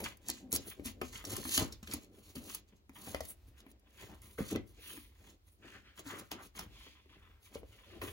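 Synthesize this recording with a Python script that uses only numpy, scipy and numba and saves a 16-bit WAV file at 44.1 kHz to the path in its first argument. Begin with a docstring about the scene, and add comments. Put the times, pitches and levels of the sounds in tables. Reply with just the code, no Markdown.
"""Paper and card, handled up close: a vinyl record slides into its paper sleeve, the sleeve is laid
on a carpet, and a cardboard jacket is picked up and opened. Fibres catch and slip, so edges hiss and
broad faces rub; bending shakes the sheet's low modes, the card knocks and creases snap.
A phone's two microphone ports hear it in a small, quiet room."""
import sys
import numpy as np
from scipy import signal
from scipy.fft import rfft, irfft, next_fast_len
from scipy.io import wavfile
from numba import njit

SR = 44100
rng = np.random.default_rng(int(sys.argv[2]) if len(sys.argv) > 2 else 0)


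def to_wav(sig):
    """Store sig (one row per channel, or 1-D mono) as 16-bit WAV at the path in sys.argv[1].

    Samples outside -1..1 are clipped; the rate is SR.
    """
    pcm = np.clip(np.atleast_2d(sig), -1, 1) * 32767
    pcm = np.round(pcm).astype(np.int16)
    wavfile.write(sys.argv[1], SR, pcm.T)  # frames by channels


N = 358091


def undb(db):
    """Decibels to gain."""
    return 10 ** (np.asarray(db) / 20)


def unit(x):
    """Scale to rms 1."""
    return x / np.sqrt(np.mean(x ** 2) + 1e-20)


def unit_peak(x):
    """Scale to peak 1."""
    return x / np.abs(x).max()


def curve_at(points, hz, column=1):
    """A column of a table, interpolated on a log-frequency axis."""
    table = np.array(points, float)
    return np.interp(np.log(hz + 1), np.log(table[:, 0]), table[:, column])


def filtered(x, response):
    """Pass x through a response given as a function of frequency."""
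    size = next_fast_len(x.shape[-1] + 4096)
    hz = np.arange(size // 2 + 1) * SR / size
    return irfft(rfft(x, size) * response(hz), size)[..., :x.shape[-1]]


def colour(x, eq, size=1024):
    """Minimum-phase EQ, which keeps attacks sharp; the result has rms 1."""
    hz = np.arange(size // 2 + 1) * SR / size
    cepstrum = irfft(np.log(undb(curve_at(eq, hz))))
    cepstrum[1:size // 2] *= 2
    cepstrum[size // 2 + 1:] = 0
    impulse = irfft(np.exp(rfft(cepstrum)))
    return unit(signal.oaconvolve(x, impulse)[:len(x)])


def resonance(f, hz, width):
    """Response of one damped mode, gain 1 at its centre."""
    return 1j * f * width / (hz ** 2 - f ** 2 + 1j * f * width)


@njit
def swept_band(x, hz, width_ratio):
    """State-variable band-pass with a moving centre."""
    out, band_state, low_state = np.empty(len(x)), 0., 0.
    for i in range(len(x)):
        g = np.tan(np.pi * hz[i] / SR)
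        band = (band_state + g * (x[i] - low_state)) / (1 + g * (g + width_ratio))
        band_state = 2 * band - band_state
        low_state += 2 * g * band
        out[i] = width_ratio * band
    return out


def wander(rate_hz):
    """Random modulator: straight ramps between random levels, spread near 1."""
    steps = rng.standard_normal(8192)
    return 1.2 * np.interp(np.arange(N) / SR * rate_hz, np.arange(len(steps)), steps)


def place(track, start_s, sound):
    """Mix a one-shot into a track."""
    start = max(int(start_s * SR), 0)
    track[start:start + len(sound)] += sound[:max(N - start, 0)]


def stroke_power(start, swell, fade, db, depth_db=18.5):
    """One hand movement gathers speed, peaks and dies away; swell and fade each span depth_db."""
    from_peak = np.arange(0, N, 32) / SR - start - swell
    rising = np.abs(from_peak / max(swell, .002)) ** 1.7
    falling = np.abs(from_peak / max(fade, .002)) ** 1.23
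    drop_db = depth_db * np.where(from_peak < 0, rising, falling)
    return undb(db - np.minimum(drop_db, 150)) ** 2


def automation(strokes):
    """Lanes for a table of strokes: summed level in dB, then further columns averaged by power."""
    power = np.array([stroke_power(*row[:4]) for row in strokes])
    total = power.sum(axis=0)
    extras = np.array(strokes, float).T[4:] @ power / total
    lanes = [10 * np.log10(total), *extras]
    return [np.interp(np.arange(N), np.arange(0, N, 32), lane) for lane in lanes]


def friction(catches_per_s, spread_db, slip_hz, slip_db, shear):
    """Fibres let go as tiny uneven clicks over smooth shear noise; stick and slip flutter the level."""
    sizes = undb(spread_db * np.minimum(rng.exponential(size=N), 4))
    clicks = (rng.random(N) < catches_per_s / SR) * sizes * rng.choice([-1, 1], N)
    texture = unit(clicks) + shear * rng.standard_normal(N)
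    return texture * undb(slip_db * wander(slip_hz))


# Bright EQ of the paper's ticks: f/Hz, level/dB
CRINKLE_EQ = [(400, -25), (1200, -28), (2500, 4.5), (5000, -17), (9000, 4), (16000, 2.5)]


def crinkles(ticks_per_s=45, spread_db=3, decay_s=0.00036):
    """Lone tiny buckles in the paper, each a sharp tick of noise."""
    sizes = undb(spread_db * np.minimum(rng.exponential(size=N), 2))
    triggers = sizes * (rng.random(N) < ticks_per_s / SR)
    envelope = signal.lfilter([1], [1, -np.exp(-1 / (decay_s * SR))], triggers)
    return colour(envelope * rng.standard_normal(N), CRINKLE_EQ)


# EQs of the hiss (coarse grain, fine sheen, air on top): f/Hz, level/dB
COARSE_EQ = [(1500, -20.5), (2600, -3), (3300, -4.5), (4100, -0.5), (5200, -6), (6800, 2.5), (8300, 1.5),
             (10000, -12.5), (14000, -17.5)]
FINE_EQ = [(4000, -30), (7000, -6), (8500, 4), (10500, 0), (12500, -4), (16000, -14)]
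AIR_EQ = [(8000, -20), (11000, -8), (13000, -11), (14400, -7), (16000, 1.5)]
# Slides of a paper edge: t/s, swell/s, fade/s, level/dB, fine against coarse fibres/dB
EDGE_STROKES = [(0, 0.0017, 0.083, -46.5, 1.5), (.037, 0.0031, 0.068, -42, -5.5), (.2, 0.036, .03, -70, -6),
                (.255, 0.054, 0.016, -43.5, -9), (.31, 0.039, 0.089, -56, -12),
                (.52, 0.034, 0.026, -35, 10), (.58, 0.027, 0.23, -61.5, -7), (.645, 0.053, 0.045, -46, 5),
                (.84, 0.03, 0.046, -42, -2), (1.01, 0.045, 0.14, -55, -7.5), (1.12, 0.031, 0.073, -47, -6),
                (1.25, 0.091, 0.14, -43, -1.5), (1.451, 0.0089, 0.089, -47, 14),
                (1.45, 0.12, 0.066, -30.5, -1.5), (1.575, 0.0055, 0.076, -36, -6),
                (1.705, 0.018, 0.037, -58.5, -5), (1.827, 0.0034, 0.031, -55, -9),
                (1.87, 0.069, 0.054, -46.5, -4), (2, 0.032, 0.045, -61, -4), (2.11, .08, 0.097, -66, -1),
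                (2.2, 0.1, .07, -60.5, -2.5), (2.35, 0.0059, 0.056, -46, 0.5),
                (2.41, 0.15, 0.032, -47, -0.5), (2.67, 0.013, 0.034, -72.5, -7),
                (2.74, 0.031, .04, -76, -8.5), (2.94, 0.024, 0.31, -57, 3), (2.96, 0.14, .11, -50.5, -0.5),
                (3.205, 0.038, 0.072, -55, -1.5), (3.26, 0.045, 0.036, -50, 14),
                (3.465, 0.017, 0.042, -68.5, 3.5), (3.56, 0.037, 0.038, -66.5, -3),
                (3.65, .07, 0.011, -68, 3.5), (3.87, 0.096, .1, -67.5, -3),
                (3.97, 0.049, 0.16, -56.5, -3.5), (4.214, 0.019, 0.25, -59.5, 2.5),
                (4.375, 0.019, 0.12, -52.5, -0.5), (4.44, 0.075, 0.034, -45, -3.5),
                (4.66, .015, 0.092, -65, 2.5), (4.72, 0.073, .08, -70.5, -19), (4.79, 0.13, 0.15, -50.5, 4),
                (5.12, 0.19, 0.05, -65, -4), (5.44, 0.048, 0.023, -69, 4), (5.5, 0.031, .05, -71, 15),
                (5.6, .13, 0.11, -65, -8), (5.96, 0.039, 0.02, -52, -5.5), (6.04, 0.042, 0.2, -52.5, -5.5),
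                (6.18, 0.013, 0.024, -51.5, 1), (6.31, 0.0046, 0.044, -50, -7),
                (6.39, 0.065, 0.033, -56.5, -0.5), (6.547, 0.023, 0.025, -51.5, -3.5),
                (6.58, 0.009, 0.06, -49.5, -1), (6.69, 0.15, 0.18, -65, -5), (7.05, 0.057, 0.37, -78.5, -2),
                (7.41, 0.049, .05, -61, 0), (7.51, 0.044, 0.041, -58.5, -3), (7.565, .025, 0.028, -64, 6),
                (7.65, 0.045, 1, -70, -2), (8.014, .02, 0.16, -49.5, 1)]


def edge_hiss(light_touch_db=-53):
    """A sliding edge hisses and crinkles. Returns the sound and the coarse fibres' level in dB."""
    hiss_db, bright_db = automation(EDGE_STROKES)
    coarse_db = hiss_db - 10 * np.log10(1 + undb(bright_db) ** 2)
    air_db = np.clip(2 * (light_touch_db - coarse_db), -12, 2)  # a light touch sounds airier
    fibres = friction(catches_per_s=2200, spread_db=-0.5, slip_hz=170, slip_db=2.5, shear=0.98)
    air = undb(air_db) * colour(rng.standard_normal(N), AIR_EQ)
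    coarse = undb(coarse_db) * colour(fibres, COARSE_EQ)
    fine = undb(coarse_db + bright_db) * (colour(fibres, FINE_EQ) + air)
    return coarse + fine + undb(hiss_db - 14) * crinkles(), coarse_db


# Body modes of a record-sized card, shared by flex and knocks: f/Hz, width/Hz, level/dB
CARD_MODES = [(95.5, 11, 3), (127.4, 16, -2.5), (200.5, 46.6, 2), (238, 28.3, 1), (280.6, 31.6, 3),
              (356.8, 92, 4), (436.5, 107, 2), (523.4, 71, 1), (575, 78, -2), (800, 90, -11),
              (880, 256, -20)]
# The sheet bending in the hands: t/s, swell/s, fade/s, level/dB
BEND_STROKES = [(0, 0.0067, 0.14, -42), (.3, 0.015, .08, -52), (.39, 0.13, 0.24, -51.5),
                (.525, 0.01, 0.064, -38), (.77, 0.023, 0.6, -59.5), (1.08, 0.13, 0.29, -59),
                (1.27, .07, 0.16, -43.5), (1.452, 0.018, 0.063, -50), (1.58, 0.032, 0.084, -38.5),
                (1.88, 0.043, 0.13, -48), (2.05, .14, 0.067, -53.5), (2.35, 0.025, 0.41, -57),
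                (2.66, 0.16, .06, -70.5), (2.97, 0.14, 0.098, -49.5), (3.21, 0.047, 0.061, -48.5),
                (3.46, 0.15, 0.25, -61.5), (3.8, 0.12, .1, -65.5), (3.92, 0.22, 0.042, -54.5),
                (4.38, 0.013, 0.063, -37.5), (4.5, 0.033, 0.12, -39.5), (5.2, 0.11, 0.054, -64),
                (5.6, 0.067, 0.3, -59), (6.04, 0.14, 0.057, -51.5), (6.31, 0.028, 0.12, -52.5),
                (6.57, 0.06, 0.03, -54), (7.05, 0.078, .35, -65), (7.555, 0.0079, 0.073, -51.5),
                (7.68, 0.086, 0.07, -62), (7.85, 0.042, 0.23, -55), (8.01, .03, 0.27, -45)]


def sheet_flex(grip_db, full_drag_db=-58):
    """Low body: bending, and the drag of a sliding edge, shake the sheet's own modes."""
    def body(f):
        return sum((-1) ** k * undb(db) * resonance(f, hz, width)
                   for k, (hz, width, db) in enumerate(CARD_MODES))

    bend_db, = automation(BEND_STROKES)
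    drag_db = full_drag_db + 0.58 * grip_db
    drive = friction(catches_per_s=300, spread_db=1.5, slip_hz=37, slip_db=4.5, shear=0.56)
    return np.hypot(undb(bend_db), undb(drag_db)) * unit(filtered(drive, body))


# EQ of a knock's attack: f/Hz, level/dB
CRACK_EQ = [(200, -21), (600, 2.5), (1000, 4.5), (1500, -3), (2200, 5.5), (3300, -9.5), (6000, -23),
            (16000, -9.5)]
# Hits of record, card and fingers: t/s, level/dB, f/Hz, crack trim/dB, ring t60/s
KNOCK_HITS = [(.003, -38, 384, -3, 0.085), (.292, -40, 321, 6, 0.27), (0.428, -43, 263, -32, .16),
              (0.5302, -28.5, 341, -15, 0.12), (0.796, -42, 322, -10, 0.098), (0.856, -39, 248, -22, 0.15),
              (1.0164, -29.5, 366.6, -0.5, 0.11), (1.241, -50.5, 304, 11, .07),
              (1.4524, -32, 320, -2.5, .11), (1.58, -32.5, 260, 3, 0.064), (1.594, -38, 198, 4, 0.052),
              (1.605, -34, 265, -22, 0.091), (1.623, -33, 287, -31, 0.039), (1.829, -47, 183, -3, 0.058),
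              (1.938, -33.5, 250, -7, .06), (2.366, -38, 263, -7, .06), (2.894, -50, 291, 0.5, .07),
              (3.073, -38.5, 328, -3, 0.083), (3.1465, -29, 560, -2, 0.039), (3.206, -29, 505, -9, 0.03),
              (3.479, -58.5, 300, -13, 0.077), (3.665, -53.5, 306, 0, 0.055), (4.023, -53, 278, 5.5, .08),
              (4.386, -33, 450, -12, 0.18), (4.406, -29.5, 238, -28, 0.041), (4.533, -36, 220, -24, 0.084),
              (4.554, -28.5, 288, -10, 0.065), (4.561, -41, 434, 0, 0.056), (4.975, -45.5, 314, 0.5, 0.089),
              (5.993, -51.5, 382, 5.5, 0.27), (6.064, -48.5, 274, 3, 0.36), (6.317, -44, 312, 9.5, .14),
              (6.551, -61, 300, 14, 0.046), (6.592, -49, 174, 12.5, 0.058), (6.663, -48.5, 172, -7, 0.033),
              (6.866, -50, 414, -2, 0.095), (7.058, -55, 410, -9, .07), (7.556, -33.5, 463, -13, .06),
              (7.632, -43, 483, -17, 0.067), (8.017, -41, 450, 8, 0.075)]


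def card_knocks(reach_octaves=0.35, ring_db=-3.5, crack_db=3, thud_hz=76, thud_s=0.011):
    """The struck spot bounces and rings nearby modes; surfaces crack and pushed air thuds."""
    out, t = np.zeros(N), np.arange(7000) / SR
    mode_hz, width, mode_db = np.array(CARD_MODES, float).T
    polarity = (-1) ** np.arange(len(CARD_MODES))
    thud = np.sin(2 * np.pi * thud_hz * t) * t / thud_s * np.exp(1 - t / thud_s)
    for start, db, hz, crack_trim_db, t60 in KNOCK_HITS:
        damping = np.log(1000) / max(t60, .005)
        spot = np.sin(2 * np.pi * hz * t) * np.exp(-damping * t / 0.47)  # dies before the ring
        # the grip detunes each mode and changes its share
        detune, share = rng.standard_normal((2, len(CARD_MODES)))
        distance = np.log2(mode_hz / hz) / reach_octaves
        gains = polarity * undb(mode_db + 5.5 * share) / (1 + distance ** 2)
        tones = np.sin(2 * np.pi * np.outer(mode_hz * (1 + 0.0556 * detune), t))
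        decays = np.exp(-np.outer(damping * width / width.mean(), t))
        ring = unit_peak(gains @ (tones * decays))
        burst = rng.standard_normal(len(t)) * np.exp(-t / 0.0043)
        crack = unit_peak(colour(burst, CRACK_EQ))
        hit = spot + undb(ring_db) * ring + undb(crack_db + crack_trim_db) * crack
        thud_db = -58.5 + 0.72 * (db + 41)  # grows more slowly than the hit; -41 dB is a usual knock
        place(out, start, undb(db) * hit + undb(thud_db) * thud)
    return out


# Midrange EQ of flat contact: f/Hz, level/dB
RUB_EQ = [(300, 1.5), (600, -18.5), (1000, 6.5), (1500, 1), (2100, 6), (2700, 4.5), (3500, 5), (6000, -68)]
# Rubs of broad faces: t/s, swell/s, fade/s, level/dB, air gap f/Hz, gap's share of the power/0-1
FACE_STROKES = [(.033, 0.011, 0.089, -47.5, 1200, 0.04), (.62, 0.026, 0.027, -62, 1300, 0),
                (1.12, 0.018, 0.091, -51.5, 1320, 0.12), (1.28, 0.041, .08, -49.5, 1100, 0.27),
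                (1.578, .012, 0.088, -45, 943, 1), (2.14, 0.024, 0.061, -74, 1200, 0.2),
                (2.66, .03, 0.14, -79.5, 1200, 0), (2.945, 0.016, 0.18, -62.5, 1190, 0.23),
                (3.02, .12, .11, -58.5, 1100, 0.5), (3.5, 0.11, 0.17, -68.5, 2000, 0.2),
                (3.82, 0.15, 0.057, -69, 2400, 0.3), (3.965, 0.035, 0.073, -52, 2200, 0.25),
                (4.04, 0.087, 0.061, -60, 1000, 0.65), (4.2, .04, 0.41, -78, 1485, 0),
                (4.378, 0.0045, .1, -51, 1400, 0.7), (4.54, 0.016, 0.029, -46, 1000, 0),
                (4.76, .15, 0.19, -58, 2700, 0.9), (5.15, 0.12, 0.089, -69, 1600, 0.03),
                (5.61, 0.032, 0.11, -58, 1908, 0.55), (5.66, 0.084, 0.116, -59.5, 1880, 1),
                (5.82, 0.042, 0.16, -64.5, 2050, 1), (5.96, 0.028, 0.03, -50.5, 1800, 0),
                (6.055, 0.065, 0.12, -47.5, 1347, 0.84), (6.308, 0.011, 0.038, -44, 1100, 0.2),
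                (6.35, 0.058, 0.035, -52.5, 1080, 0.94), (6.55, 0.067, 0.049, -55.5, 1200, .2),
                (6.68, 0.17, 0.18, -58, 2870, 0.72), (7.06, 0.066, .1, -64.5, 2610, 0.3),
                (7.12, 0.12, 0.25, -68, 1400, 0.54), (7.425, .035, .06, -65, 2400, 0.5),
                (7.52, 0.024, 0.036, -59, 1320, 0), (7.6, 0.15, .25, -68, 2700, 0.6),
                (7.8, 0.16, 0.079, -60, 2700, 0.54), (8.014, 0.0017, 0.13, -48, 1250, 0.3)]


def face_rub(grip_db, full_drag_db=-55, gap_width_ratio=0.92):
    """Faces rub on each other and the carpet, hollowed by the air gap; a sliding edge drags them."""
    rub_db, gap_hz, gap_share = automation(FACE_STROKES)
    gap_share = np.clip(gap_share, 0, 1)
    drag_db = full_drag_db + 0.91 * grip_db
    scuff = friction(catches_per_s=2000, spread_db=1.0, slip_hz=95, slip_db=5.0, shear=0.67)
    # on a cushion of air the faces slide more evenly
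    glide = friction(catches_per_s=3400, spread_db=2.8, slip_hz=41, slip_db=2.0, shear=0.99)
    for _ in range(2):
        glide = swept_band(glide, gap_hz, gap_width_ratio)
    hollow = unit(glide / np.sqrt(gap_hz))  # even loudness across the sweep
    flat_gain = np.hypot(undb(rub_db) * np.sqrt(1 - gap_share), undb(drag_db))
    return flat_gain * colour(scuff, RUB_EQ) + undb(rub_db) * np.sqrt(gap_share) * hollow


# Snaps of creases and edges: t/s, peak level/dB, f/Hz, decay/s
SNAP_HITS = [(0.0407, -29.5, 6000, 0.0046), (0.1704, -49.5, 11500, 0.0035), (0.2852, -22.5, 9760, 0.00099),
             (0.2997, -19.5, 6000, 0.0023), (0.5186, -28.5, 6200, 0.0041), (0.527, -15.5, 10600, 0.0032),
             (0.5365, -24.5, 7200, 0.0048), (0.5511, -22.5, 9600, .005), (0.561, -20, 7400, .003),
             (0.858, -33, 10300, 0.0052), (1.014, -32.5, 2030, .0023), (1.2502, -31, 6400, 0.0058),
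             (1.3195, -29, 10700, 0.0024), (1.3653, -23.5, 8540, 0.0028), (1.577, -16.5, 2780, 0.0027),
             (1.5775, -15, 11000, .0015), (1.723, -37, 4500, 0.0085), (1.873, -39, 2560, 0.0051),
             (1.9123, -34.5, 3450, 0.0072), (1.936, -23, 10200, 0.0039), (2.3559, -40, 4300, 0.0042),
             (2.497, -37, 7000, 0.0054), (2.547, -26, 11400, 0.0043), (2.8934, -54, 6000, .004),
             (3.1459, -30.5, 2590, 0.002), (3.2053, -34, 6650, 0.0043), (3.251, -39, 9870, 0.0051),
             (3.603, -49.5, 3580, .0034), (3.714, -49, 10400, 0.0032), (3.795, -60.5, 10400, 0.0044),
             (4.218, -43, 10300, 0.0043), (4.488, -41, 3870, .0034), (4.5588, -32, 2100, 0.0027),
             (5.9768, -50, 2050, .004), (6.3158, -27, 3830, 0.0023), (6.591, -34, 5500, 0.0042),
             (7.5492, -41.5, 3760, 0.0023), (8.015, -46, 3100, 0.0051)]


def crease_snaps(width_ratio=0.74, attack_s=0.00023):
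    """A crease gives way: a noise burst of a few milliseconds, broad around its own pitch."""
    out, t = np.zeros(N), np.arange(2048) / SR
    for start, db, hz, decay in SNAP_HITS:
        envelope = (1 - np.exp(-t / attack_s)) * np.exp(-t / decay)
        burst = rng.standard_normal(len(t)) * envelope
        snap = filtered(burst, lambda f: resonance(f, hz, width_ratio * hz))
        place(out, start, undb(db) * unit_peak(snap))
    return out


# Phase between the microphone ports, fully off axis: f/Hz, left lead/rad
PORT_LEAD = [(20, 0), (600, .1), (1200, .9), (2000, 2.4), (3000, 3.2), (4500, 6.2), (6000, 6.6),
             (8400, 3.14), (10400, .1), (11500, -.1), (13400, -3.14), (15400, -6.2)]


def direct_path(x, off_axis):
    """Sound reaches the two ports at different times, more so further off axis (0-1)."""
    def phase_pan(f):
        lead = off_axis * np.interp(f, *np.transpose(PORT_LEAD))
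        return np.exp(.5j * np.outer([1, -1], lead))

    return filtered(x, phase_pan)


def sheet_reflection(x, gain=.42, lag_s=0.00092, sway=0.367, sway_hz=2.5):
    """Light flanging: the moving sheets mirror the sound to each port over a short, changing path."""
    n = np.arange(N)
    delays = [SR * lag_s * np.exp(sway * wander(sway_hz)) for _ in range(2)]
    return gain * np.array([np.interp(n - delay, n, x) for delay in delays])


# Small-room reverb: f/Hz, t60/s, level against the direct sound/dB
REVERB_BANDS = [(101, 0.34, -1), (290, 0.47, -22.5), (818, 0.13, -2), (1975, 0.24, -7), (4900, 0.13, -2.5),
                (9150, 0.019, -30.5), (15470, 0.16, -36)]


def room_reverb(x, predelay_s=0.0053):
    """Door, crate and walls return a short diffuse tail; the carpet swallows its treble."""
    t = np.arange(SR // 2) / SR
    impulse = np.zeros((2, len(t)))
    for hz in 62.5 * 2 ** np.arange(9):  # overlapping octave bands
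        decay = np.exp(-np.log(1000) * t / curve_at(REVERB_BANDS, hz))
        tail = rng.standard_normal((2, len(t))) * (t > predelay_s) * decay
        tail = unit(tail) / np.sqrt(len(t)) * undb(curve_at(REVERB_BANDS, hz, column=2))
        impulse += filtered(tail, lambda f: np.sqrt(np.maximum(1 - np.abs(np.log2((f + 1) / hz)), 0)))
    return signal.fftconvolve(x[None], impulse, axes=1)[:, :N]


# EQ of house rumble and microphone hiss: f/Hz, level/dB
ROOM_TONE_EQ = [(20, -19.5), (35, -3), (52, 8.5), (85, 4), (115, -4.5), (155, -26), (290, -16), (600, -27),
                (1500, -33), (4000, -34), (10000, -44), (16000, -36.5)]


def room_tone(level_db=-63, sway_db=4.5, wide_above_hz=700):
    """A wavering house rumble near the centre, under a faint, wide microphone hiss."""
    mid, side = filtered(rng.standard_normal((2, N)), lambda f: undb(curve_at(ROOM_TONE_EQ, f)))
    side = filtered(unit(side), lambda f: np.clip(f / wide_above_hz, .15, 1))
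    mid = unit(mid) * undb(sway_db * wander(5.2))
    return undb(level_db) * (mid + np.outer([1, -1], side))


def scene(full_grip_db=-48):
    """The mix: edges to one side, broad faces nearer the centre, reflections and room tone."""
    hiss, coarse_db = edge_hiss()
    grip_db = np.minimum(coarse_db - full_grip_db, 0)  # coarse fibres drag the sheet and the faces
    edges = hiss + sheet_flex(grip_db) + crease_snaps() + card_knocks()
    faces = face_rub(grip_db)
    direct = direct_path(edges, off_axis=1) + direct_path(faces, off_axis=.55)
    send = edges + faces
    return direct + sheet_reflection(send) + room_reverb(send) + room_tone()


# Tonal balance of the microphone ports: f/Hz, left minus right level/dB
PORT_EQ = [(60, -0.5), (280, 0.9), (600, 3.5), (1200, 3), (2200, 1.5), (5200, -3), (8000, 0.5), (16000, 0)]


def record(dry, low_cut_hz=36, high_cut_hz=15850):
    """The phone: each port has its own colour; sub-bass and extreme top are cut steeply."""
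    heard = filtered(dry, lambda f: undb(np.outer([1, -1], curve_at(PORT_EQ, f)) / 2))
    heard = signal.sosfilt(signal.butter(4, low_cut_hz, "high", fs=SR, output="sos"), heard)
    return signal.sosfilt(signal.ellip(10, .2, 70, high_cut_hz, fs=SR, output="sos"), heard)


dry = scene()
out = record(dry)
to_wav(out)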